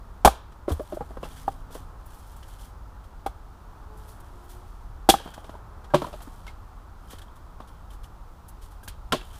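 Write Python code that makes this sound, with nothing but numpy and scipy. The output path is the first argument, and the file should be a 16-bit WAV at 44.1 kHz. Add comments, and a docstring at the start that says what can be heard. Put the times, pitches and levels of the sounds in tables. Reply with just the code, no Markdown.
"""An axe strikes a log on a stump in a wood: stump and steel ring, fibres tear, the ground thumps.
The halves tumble onto billets and dry leaves, knocking and grinding their bark. Boots and hands
rustle the litter and snap twigs. Behind it a far road hums with an engine and a two-note horn, and
the canopy hisses. Trunks echo the blows; loud ones clip and pull the gain down for a moment."""
import sys
import numpy as np
from scipy import signal
from scipy.fft import rfft, irfft, next_fast_len
from scipy.io import wavfile
from scipy.ndimage import uniform_filter1d, map_coordinates

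SR = 44100
rng = np.random.default_rng(int(sys.argv[2]) if len(sys.argv) > 2 else 0)


def waveform_to_disk(signal):
    """Save audio, clipped to [-1, 1], as 16-bit WAV at the path in sys.argv[1]."""
    frames = np.transpose(np.atleast_2d(signal))
    scaled = np.clip(frames, -1, 1) * 32767
    samples = np.round(scaled).astype(np.int16)
    wavfile.write(sys.argv[1], SR, samples)


N = 414099
T = np.arange(SR // 2) / SR  # time within one event, s

# axe blows: t/s, level/dB, crack/dB, steel/dB, splinters/dB, contact/s; layers relative to level
BLOWS = [(0.2484, 1.5, -14.5, -64.5, -6.5, 0.00087), (0.2553, -2, -11.5, -65, 1.5, 0.00046),
         (0.2749, 3, -24, -59, -8.5, .0008), (1.4793, -14.5, -36, -43, -10.5, 0.0012),
         (3.262, -12, -27.5, -36, -7.5, 0.0019), (5.0892, 3, -14, -49, -5, .0025),
         (5.097, -1.5, -6.5, -19.5, -7.5, .0009), (5.121, -23.5, -6, -14.5, -8.5, 0.0017),
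         (5.139, -10.5, -25.5, -38, -6, 0.0017)]
# modes of the unloaded stump: f/Hz, level/dB, t60/s
STUMP_MODES = [(315, -19.5, 0.02), (407.6, -8, 0.015), (701.7, -3.5, 0.04), (785.5, 1.5, 0.06),
               (1154, -11.5, 0.037)]
# axe head modes: f/Hz, level/dB, t60/s
STEEL_MODES = [(1620, -17, .5), (3180, -25, .8), (3290, -28, .45), (3385, 6, .06), (4500, -3, .04),
               (8790, 1, .04)]
# spectrum of cracking fibres and bark: f/Hz, level/dB
CRACK_SPECTRUM = [(900, -27.5), (1500, -14), (2500, -6), (3330, -1.5), (4200, -3.5), (6000, -7.5),
                  (11000, -6), (15600, -16)]
# spectrum of splinters and grit: f/Hz, level/dB
SPLINTER_SPECTRUM = [(60, -42), (120, 0), (300, 2.5), (800, 0), (1300, -4), (2200, -21.5), (4000, -40.5)]


def axe():
    """Each blow rings stump and steel and tears fibres. Returns rows: ringing, noise."""
    ringing, noisy = np.zeros((2, N + SR))
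    loaded_modes = [(hz, db, 0.69 * t60) for hz, db, t60 in STUMP_MODES]  # wood on top damps the stump
    for s, db, crack_db, steel_db, splinter_db, contact_s in BLOWS:
        fibres = noise(CRACK_SPECTRUM, len(T))
        fibres *= fade(0.048, contact_s / 2) + amp(-17.5) * fade(0.21, 0.004)
        splinters = noise(SPLINTER_SPECTRUM, len(T), tilt_db_oct=2)
        splinters *= fade(0.033, contact_s) + amp(-13.5) * fade(0.071, 0.0018)
        stump = ring(loaded_modes, contact_s, scatter_db=2.4)
        grip = 0.5 + 1.3 * roughness(samples=120)  # wood rubs and chokes the blade
        steel = grip * ring(STEEL_MODES, rise_s=0.0014, scatter_db=1.5)
        add(ringing, s, amp(db) * (stump + amp(steel_db) * steel))
        add(noisy, s, amp(db) * (amp(crack_db) * fibres + amp(splinter_db) * splinters))
    return np.array([ringing[:N], noisy[:N]])


# heavy shocks: t/s, level/dB, f/Hz, t60/s
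THUMPS = [(0.251, -5, 56, 0.17), (0.274, -18, 45.5, 0.13), (0.714, -10.5, 74, 0.13), (3.272, -27, 50, 0.16),
          (5.091, -19, 43.5, 0.18), (5.947, -23.5, 146, 0.22), (5.946, -21, 364.3, 0.22),
          (9.127, -30, 148, 0.12), (9.129, -15, 258, 0.06), (9.135, -32, 366, 0.17)]


def thumps():
    """Heavy shocks ring the ground and the long logs."""
    out = np.zeros(N + SR)
    for s, db, hz, t60 in THUMPS:
        add(out, s, ring([(hz, db, t60)], rise_s=0.006, scatter_db=0))
    return out[:N]


# wood on wood, and at 5.903 s a light tap on the axe steel: t/s, level/dB, base f/Hz, base t60/s, grit/dB,
# bark/dB; layers relative to level
KNOCKS = [(0.679, -7.5, 577, 0.045, -17, -43), (0.702, -18.5, 292, 0.07, -7.5, -28),
          (0.718, -31.5, 454, 0.069, -2, -13), (0.7955, -6, 463, 0.022, -17.5, -56),
          (0.804, -24, 605, 0.054, -26, -42), (0.921, -18.5, 604, 0.062, -15, -34.5),
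          (0.928, -24.5, 337, .07, -12, -35), (0.9697, -14, 617, .026, -20, -48),
          (1.006, -22.5, 810, 0.065, -7.5, -42), (1.105, -35.5, 650, .045, -3, -33),
          (1.169, -27, 525, 0.038, -2.5, -31), (1.229, -29.5, 553, 0.038, 3, -16),
          (1.251, -33.5, 830, 0.062, -2.5, -32), (1.702, -39, 460, .054, -6, -25),
          (1.749, -32.5, 482, 0.069, 0, -16), (5.199, -32, 920, 0.047, -5, -17),
          (5.258, -31.5, 696, 0.023, 6.5, -28), (5.274, -28, 810, 0.023, 1, -20),
          (5.287, -34.5, 600, 0.026, 1.5, -20), (5.377, -24.5, 835, 0.025, -3, -31),
          (5.443, -34.5, 650, 0.026, -2, -13.5), (5.493, -26, 630, 0.019, -0.5, -25.5),
          (5.54, -32, 615, 0.029, -6, -31), (5.552, -27.5, 960, 0.018, -6.5, -33),
          (5.903, -47, 1600, 0.11, -2, -8), (5.937, -5, 582, .07, -8.5, -36),
          (5.944, 0, 600, 0.029, -5, -23), (5.957, -33, 568, 0.048, -14, -14),
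          (6.018, -22.5, 590, 0.041, 3, -17.5), (6.043, -23.5, 990, 0.041, -2, -21),
          (6.065, -37, 580, 0.11, 1, -9), (6.128, -30, 1100, 0.016, 1, -16),
          (6.136, -28, 617, 0.064, -9, -25), (6.204, -45, 869, 0.1, 4, -4),
          (6.273, -27.5, 274, 0.036, -12, -45), (6.466, -34, 1520, 0.032, -6, -10),
          (6.477, -33.5, 2140, 0.059, -15, -11.5), (7.13, -37.5, 1105, 0.042, 1.5, -11),
          (7.602, -20, 1045, 0.024, -10, -32), (8.829, -43, 1590, .048, -9, -16),
          (8.877, -23, 1590, 0.021, -17, -14.5), (9.122, -13.5, 1360, 0.025, -0.5, -5.5),
          (9.13, -20, 1086, 0.045, 4.5, -17), (9.14, -22, 600, 0.055, -5, -24),
          (9.211, -44.5, 2700, 0.045, 4.5, -3)]
# billet modes: f/base, level/dB, t60/base
BILLET_MODES = [(0.602, -4, 0.73), (1.002, 2, 0.87), (1.7, -20.5, 0.25), (2.7, -53, 0.75)]


def billets(contact_s=0.0021):
    """Modes scale with each piece's size; rough bark grinds on contact. 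Returns rows: ringing, noise."""
    ringing, noisy = np.zeros((2, N + SR))
    cushion = 1 - np.exp(-T / contact_s)  # bark softens the onset
    for s, db, hz, t60, grit_db, bark_db in KNOCKS:
        modes = [(hz * f_ratio, mode_db, t60 * t_ratio) for f_ratio, mode_db, t_ratio in BILLET_MODES]
        grit = noise(SPLINTER_SPECTRUM, len(T)) * fade(1.29 * t60, contact_s)
        bark = noise(CRACK_SPECTRUM, len(T), tilt_db_oct=-6.5)
        bark *= fade(0.029, 0.00051) + amp(-6) * fade(0.17, 0.0035)
        add(ringing, s, amp(db) * cushion * ring(modes, contact_s, scatter_db=2.9))
        add(noisy, s, amp(db) * (amp(grit_db) * grit + amp(bark_db) * bark))
    return np.array([ringing[:N], noisy[:N]])


# breaking twigs and splinters: t/s, level/dB, f/Hz
SNAPS = [(0.7178, -35, 3360), (1.2356, -35.5, 2680), (1.3794, -59, 3200), (2.3391, -57, 3080),
         (2.4289, -46, 3030), (2.5052, -55, 3430), (2.592, -51, 3050), (2.6344, -50, 3070),
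         (7.1132, -55, 3190), (7.1831, -47, 3090), (7.2175, -42, 3300), (7.2804, -55, 3250),
         (7.62, -54, 3430), (7.9044, -47, 3130), (8.0424, -42, 2950), (8.6594, -50, 3230),
         (9.1254, -18, 3080)]


def snaps():
    """Single twigs and splinters break with a short dry ring."""
    out = np.zeros(N + SR)
    for s, db, hz in SNAPS:
        fray = 0.86 + 0.45 * roughness(samples=60)  # fibres part unevenly
        modes = [(hz, db, 0.032), (1.09 * hz, db - 3, 0.022)]
        add(out, s, fray * ring(modes, rise_s=0.0012, scatter_db=1.7))
    return out[:N]


# leaf crushes: t/s, level/dB, t60/s, tilt/(dB/oct)
RUSTLES = [(0.518, -45, 0.075, -4.5), (0.6854, -36, 0.15, -1), (0.715, -31.5, 0.08, 6),
           (0.814, -44, 0.069, 10), (0.8885, -50.5, 0.24, 3), (0.941, -45, 0.12, 1.1),
           (1.236, -40.5, 0.15, -3), (1.298, -48, 0.17, -2), (1.359, -43.5, .19, -1.5),
           (1.7044, -44, 0.38, 0.2), (1.744, -39, 0.091, 2.5), (2.058, -38, .07, 16),
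           (2.1293, -50, 0.28, 6), (2.1834, -50, .1, 3), (2.27, -49, .07, 6), (2.314, -50, .07, 7),
           (2.363, -44.5, 0.058, 6), (2.4264, -43, 0.063, -3.5), (2.478, -48, 0.11, 2.1),
           (2.5875, -47, 0.24, 2), (2.634, -47.5, 0.21, 2), (3.039, -53, .078, .1),
           (3.9685, -50.5, 0.15, 5.5), (4.0725, -46, 0.25, 3), (4.2003, -46.5, 0.054, 4.5),
           (4.4394, -49, .103, 14), (4.4867, -44.5, .24, 3), (5.1192, -19, 0.072, -14),
           (5.3371, -36, 0.058, -2.5), (5.84, -38, .078, -5.5), (6.2172, -40.5, 0.086, 3),
           (6.4877, -44, .1, -5), (7.1008, -38.5, 0.17, 0), (7.1827, -41, .068, -2),
           (7.215, -42.5, 0.065, -2.5), (7.355, -53, 0.1, 1), (7.671, -51, 0.11, -1),
           (7.902, -48, 0.098, -0.5), (7.928, -49, 0.11, 1), (8.032, -46.5, 0.11, 0),
           (8.4818, -38, 0.07, 8.5), (8.6137, -46.5, 0.2, 1), (8.7045, -51.5, 0.16, 1.1),
           (8.831, -41.5, .099, 6), (8.8779, -31.5, 0.067, 3.5), (9.146, -48, 0.22, -1.5),
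           (9.3267, -45.5, 0.19, -1.5)]
# dry leaf spectrum: f/Hz, level/dB
LEAF_SPECTRUM = [(900, -15.5), (1600, -5), (2700, -12.5), (3200, -6.5), (3800, -10.5), (7000, -12.5),
                 (10000, -11), (14400, -16.5), (15600, -17.5)]


def leaves():
    """Crushed leaves give puffs of dense crackle; long puffs start softly."""
    out = np.zeros(N + SR)
    for s, db, t60, tilt_db_oct in RUSTLES:
        crunch = unit(crackle(len(T), depth_db=1.8) * noise(LEAF_SPECTRUM, len(T), tilt_db_oct))
        add(out, s, amp(db) * fade(t60, rise_s=0.068 * t60) * crunch)
    return out[:N]


# drags through litter: start/s, loudest/s, end/s, top level/dB, twigs/dB relative to the hiss
SCUFFS = [(0.66, 0.75, 1.57, -60.5, -21), (1.2, 1.366, 1.66, -56.5, -18), (1.97, 2.124, 2.39, -61.5, -23),
          (2.2, 2.55, 2.7, -57.5, -15), (3.9, 4.06, 4.33, -62.5, -20), (4.213, 4.45, 4.9, -63, -24),
          (5.15, 5.25, 5.63, -57, -16), (5.92, 5.97, 6.5, -54, -16), (6.95, 7.095, 7.3, -64, -5),
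          (7.58, 7.699, 7.87, -70.5, -4.5), (9.157, 9.384, 9.5, -55, -11)]


def scuffs(swell_db=12):
    """Boots and rolling wood push litter along: uneven hiss and twigs swell and fade."""
    t = np.arange(N) / SR
    hiss_gain, twig_gain = np.zeros((2, N))
    for start, loudest, end, db, twig_db in SCUFFS:
        swell = amp(db - np.interp(t, [start, loudest, end], [swell_db, 0, swell_db]))
        swell *= gate(t, start, end, ramp_s=0.047)
        hiss_gain += swell
        twig_gain += amp(twig_db) * swell
    grains = crackle(N, depth_db=2.5) * amp(1.6 * wobble(30))
    hiss = unit(grains * noise(LEAF_SPECTRUM, N, tilt_db_oct=0.27))
    return hiss_gain * hiss + twig_gain * twigs()


def twigs(rate_per_s=90, hz=3120, t60_s=0.014):
    """Small twigs snap at random with uneven strength, each a short dry ring."""
    breaks = rng.random(N) < rate_per_s / SR
    strength = amp(4 * np.minimum(rng.exponential(size=N), 3))
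    tick = ring([(hz, 0, t60_s)], rise_s=0.001, scatter_db=0)
    return unit(signal.fftconvolve(breaks * strength, tick)[:N])


# tyre roar over time: t/s, level/dB
TYRE_LEVELS = [(0, -51.5), (.9, -50.5), (2.6, -51.5), (3.5, -52), (4.2, -50), (4.9, -52), (5.4, -49),
               (6.6, -51.5), (7.5, -51.5), (8.5, -53), (9.39, -52)]
# tyre spectrum: f/Hz, level/dB
TYRE_SPECTRUM = [(60, 5.5), (130, 0.5), (200, -0.5), (320, -2), (500, -5), (650, -4), (850, 0.5),
                 (1300, -2), (1650, -11.5), (2100, -17.5), (3500, -35), (6000, -73.5)]
# road rumble spectrum: f/Hz, level/dB
RUMBLE_SPECTRUM = [(8.8, -29.5), (15, -5.5), (32, 1), (48, 0.5), (108, -10), (124, -22), (146, -19.5),
                   (200, -24.5), (260, -53), (440, -120)]


def road():
    """Far traffic: drifting tyre roar over a low rumble."""
    tyre_db = np.interp(np.arange(N) / SR, *np.transpose(TYRE_LEVELS))
    tyres = amp(tyre_db + 0.22 * wobble(6.5)) * noise(TYRE_SPECTRUM, N)
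    rumble = amp(-43 + 0.9 * wobble(2.5)) * noise(RUMBLE_SPECTRUM, N)
    return tyres + rumble


# horn notes: start/s, end/s, start f/Hz, end f/Hz, level/dB, relative second harmonic/dB
HORN_NOTES = [(3.88, 4.17, 430, 433, -56, -2.5), (4.17, 4.68, 355, 360, -58, -5)]
# engine hum: same columns
ENGINE_NOTES = [(1.0, 1.9, 150.5, 156.8, -54.5, -35), (1.2, 1.85, 257.8, 270, -57.5, -28)]


def vehicle_tones(notes):
    """Far horn or engine notes with soft ends, wavering in the air."""
    t, out = np.arange(N) / SR, np.zeros(N)
    for start, end, start_hz, end_hz, db, second_db in notes:
        hz = np.interp(t, [start, end], [start_hz, end_hz]) + 1.03 * wobble(1.4)
        phase = 2 * np.pi * np.cumsum(hz) / SR
        gain = gate(t, start, end, ramp_s=0.036) * amp(db + 2 * wobble(7))
        out += gain * (np.sin(phase) + amp(second_db) * np.sin(2 * phase))
    return out


# treetop spectrum: f/Hz, level/dB
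CANOPY_SPECTRUM = [(1180, -27.5), (2000, -6.5), (3530, -6), (4150, -6.5), (4810, -7.5), (5330, -8.5),
                   (8470, -12), (9160, -11.5), (13600, -14.5), (14700, -9.5), (15600, -15.5)]


def canopy():
    """Faint, nearly steady hiss of the treetops."""
    return amp(-67 + 0.31 * wobble(4)) * noise(CANOPY_SPECTRUM, N)


# echo decay among trunks: f/Hz, t60/s
ECHO_DECAY = [(200, 0.2), (1500, 0.41), (4000, .45), (7000, 0.26), (12000, 0.15)]


def trunk_echo(x, delay_s=0.012):
    """Trunks scatter the sound; each frequency dies at its own rate."""
    hz, t, spectra = signal.stft(rng.standard_normal(SR), SR, nperseg=256)
    dying = spectra * amp(-60 * t / log_interp(ECHO_DECAY, hz)[:, None])
    tail = signal.istft(dying, SR, nperseg=256)[1]
    delayed = np.pad(x, (round(delay_s * SR), 0))
    return signal.fftconvolve(delayed, tail / np.linalg.norm(tail))[:N]


def amp(db):
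    """dB to gain."""
    return 10 ** (np.asarray(db) / 20)


def unit(x):
    """Scales to rms 1."""
    return x / np.sqrt(np.mean(x ** 2) + 1e-20)


def log_interp(points, hz):
    """Interpolates (f/Hz, value) points on a log axis."""
    f, values = np.transpose(points)
    return np.interp(np.log(hz + 1), np.log(f + 1), values)


def wobble(knots_per_s):
    """Smooth random curve, rms near 1."""
    knots = rng.standard_normal(int(N * knots_per_s / SR) + 4)
    return map_coordinates(knots, [np.arange(N) * knots_per_s / SR])


def roughness(samples):
    """Moving average of noise, one event long, rms 1."""
    return unit(uniform_filter1d(rng.standard_normal(len(T)), size=samples))


def crackle(size, depth_db):
    """Gain that jumps every 64 samples, now and then far up."""
    jumps = rng.exponential(size=size)[np.arange(size) // 64]
    return amp(depth_db * np.minimum(jumps, 4.5))


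def filtered(x, response):
    """Applies the gain response(hz) by FFT."""
    size = next_fast_len(len(x) + SR // 4)
    return irfft(rfft(x, size) * response(np.fft.rfftfreq(size, 1 / SR)), size)[:len(x)]


def noise(spectrum, size, tilt_db_oct=0):
    """Coloured noise, rms 1."""
    colour = lambda hz: amp(log_interp(spectrum, hz) + tilt_db_oct * np.log2(hz + 50))
    return unit(filtered(rng.standard_normal(size), colour))


def fade(t60_s, rise_s):
    """Exponential rise and decay."""
    return amp(-60 * T / max(t60_s, 0.003)) * (1 - np.exp(-T / max(rise_s, 1e-4)))


def gate(t, start, end, ramp_s):
    """Window with linear ramps."""
    return np.clip(np.minimum(t - start, end - t) / ramp_s, 0, 1)


def ring(modes, rise_s, scatter_db):
    """Damped sines (f/Hz, level/dB, t60/s) with random level scatter."""
    return sum(amp(db + rng.normal(0, scatter_db)) * fade(t60, rise_s) * np.sin(2 * np.pi * hz * T)
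               for hz, db, t60 in modes)


def add(track, s, sound):
    """Mixes a sound in at s seconds."""
    track[round(s * SR):][:len(sound)] += sound


def scene():
    """All sources at the microphone, mono."""
    axe_ring, axe_noise = axe()
    shocks = thumps()
    billet_ring, billet_noise = billets()
    ringing = axe_ring + shocks + billet_ring
    cracks = axe_noise + billet_noise + snaps()
    echo = trunk_echo(amp(-37) * ringing + amp(-21) * cracks)  # cracks carry further than the ring
    litter = leaves() + scuffs()
    background = road() + canopy() + vehicle_tones(HORN_NOTES) + vehicle_tones(ENGINE_NOTES)
    return (ringing + cracks + echo + litter + background)[None]


# microphone port dip and peak: f/Hz, width/Hz, added share
PORT_BANDS = [(2100, 700, -0.3), (3340, 360, 0.14)]


def record(dry, duck_threshold=0.15, recovery_s=0.23, ceiling=0.97, cutoff_hz=15350):
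    """Small camera: port colour, gain ducking after loud sound, soft clip, steep low-pass."""
    x = dry[0]
    for hz, width_hz, share in PORT_BANDS:
        x = x + share * signal.lfilter(*signal.iirpeak(hz, hz / width_hz, SR), x)
    excess = np.maximum(uniform_filter1d(np.abs(x), size=256) - duck_threshold, 0)
    recovery = np.exp(-np.arange(SR) / SR / recovery_s)
    ducked = x / (1 + 0.0016 * np.abs(signal.fftconvolve(excess, recovery)[:N]))
    clipped = ducked / (1 + np.abs(ducked / ceiling) ** 4) ** (1 / 4)
    return filtered(clipped, lambda hz: 1 / (1 + (hz / cutoff_hz) ** 110))[None]


dry = scene()
out = record(dry)
waveform_to_disk(out)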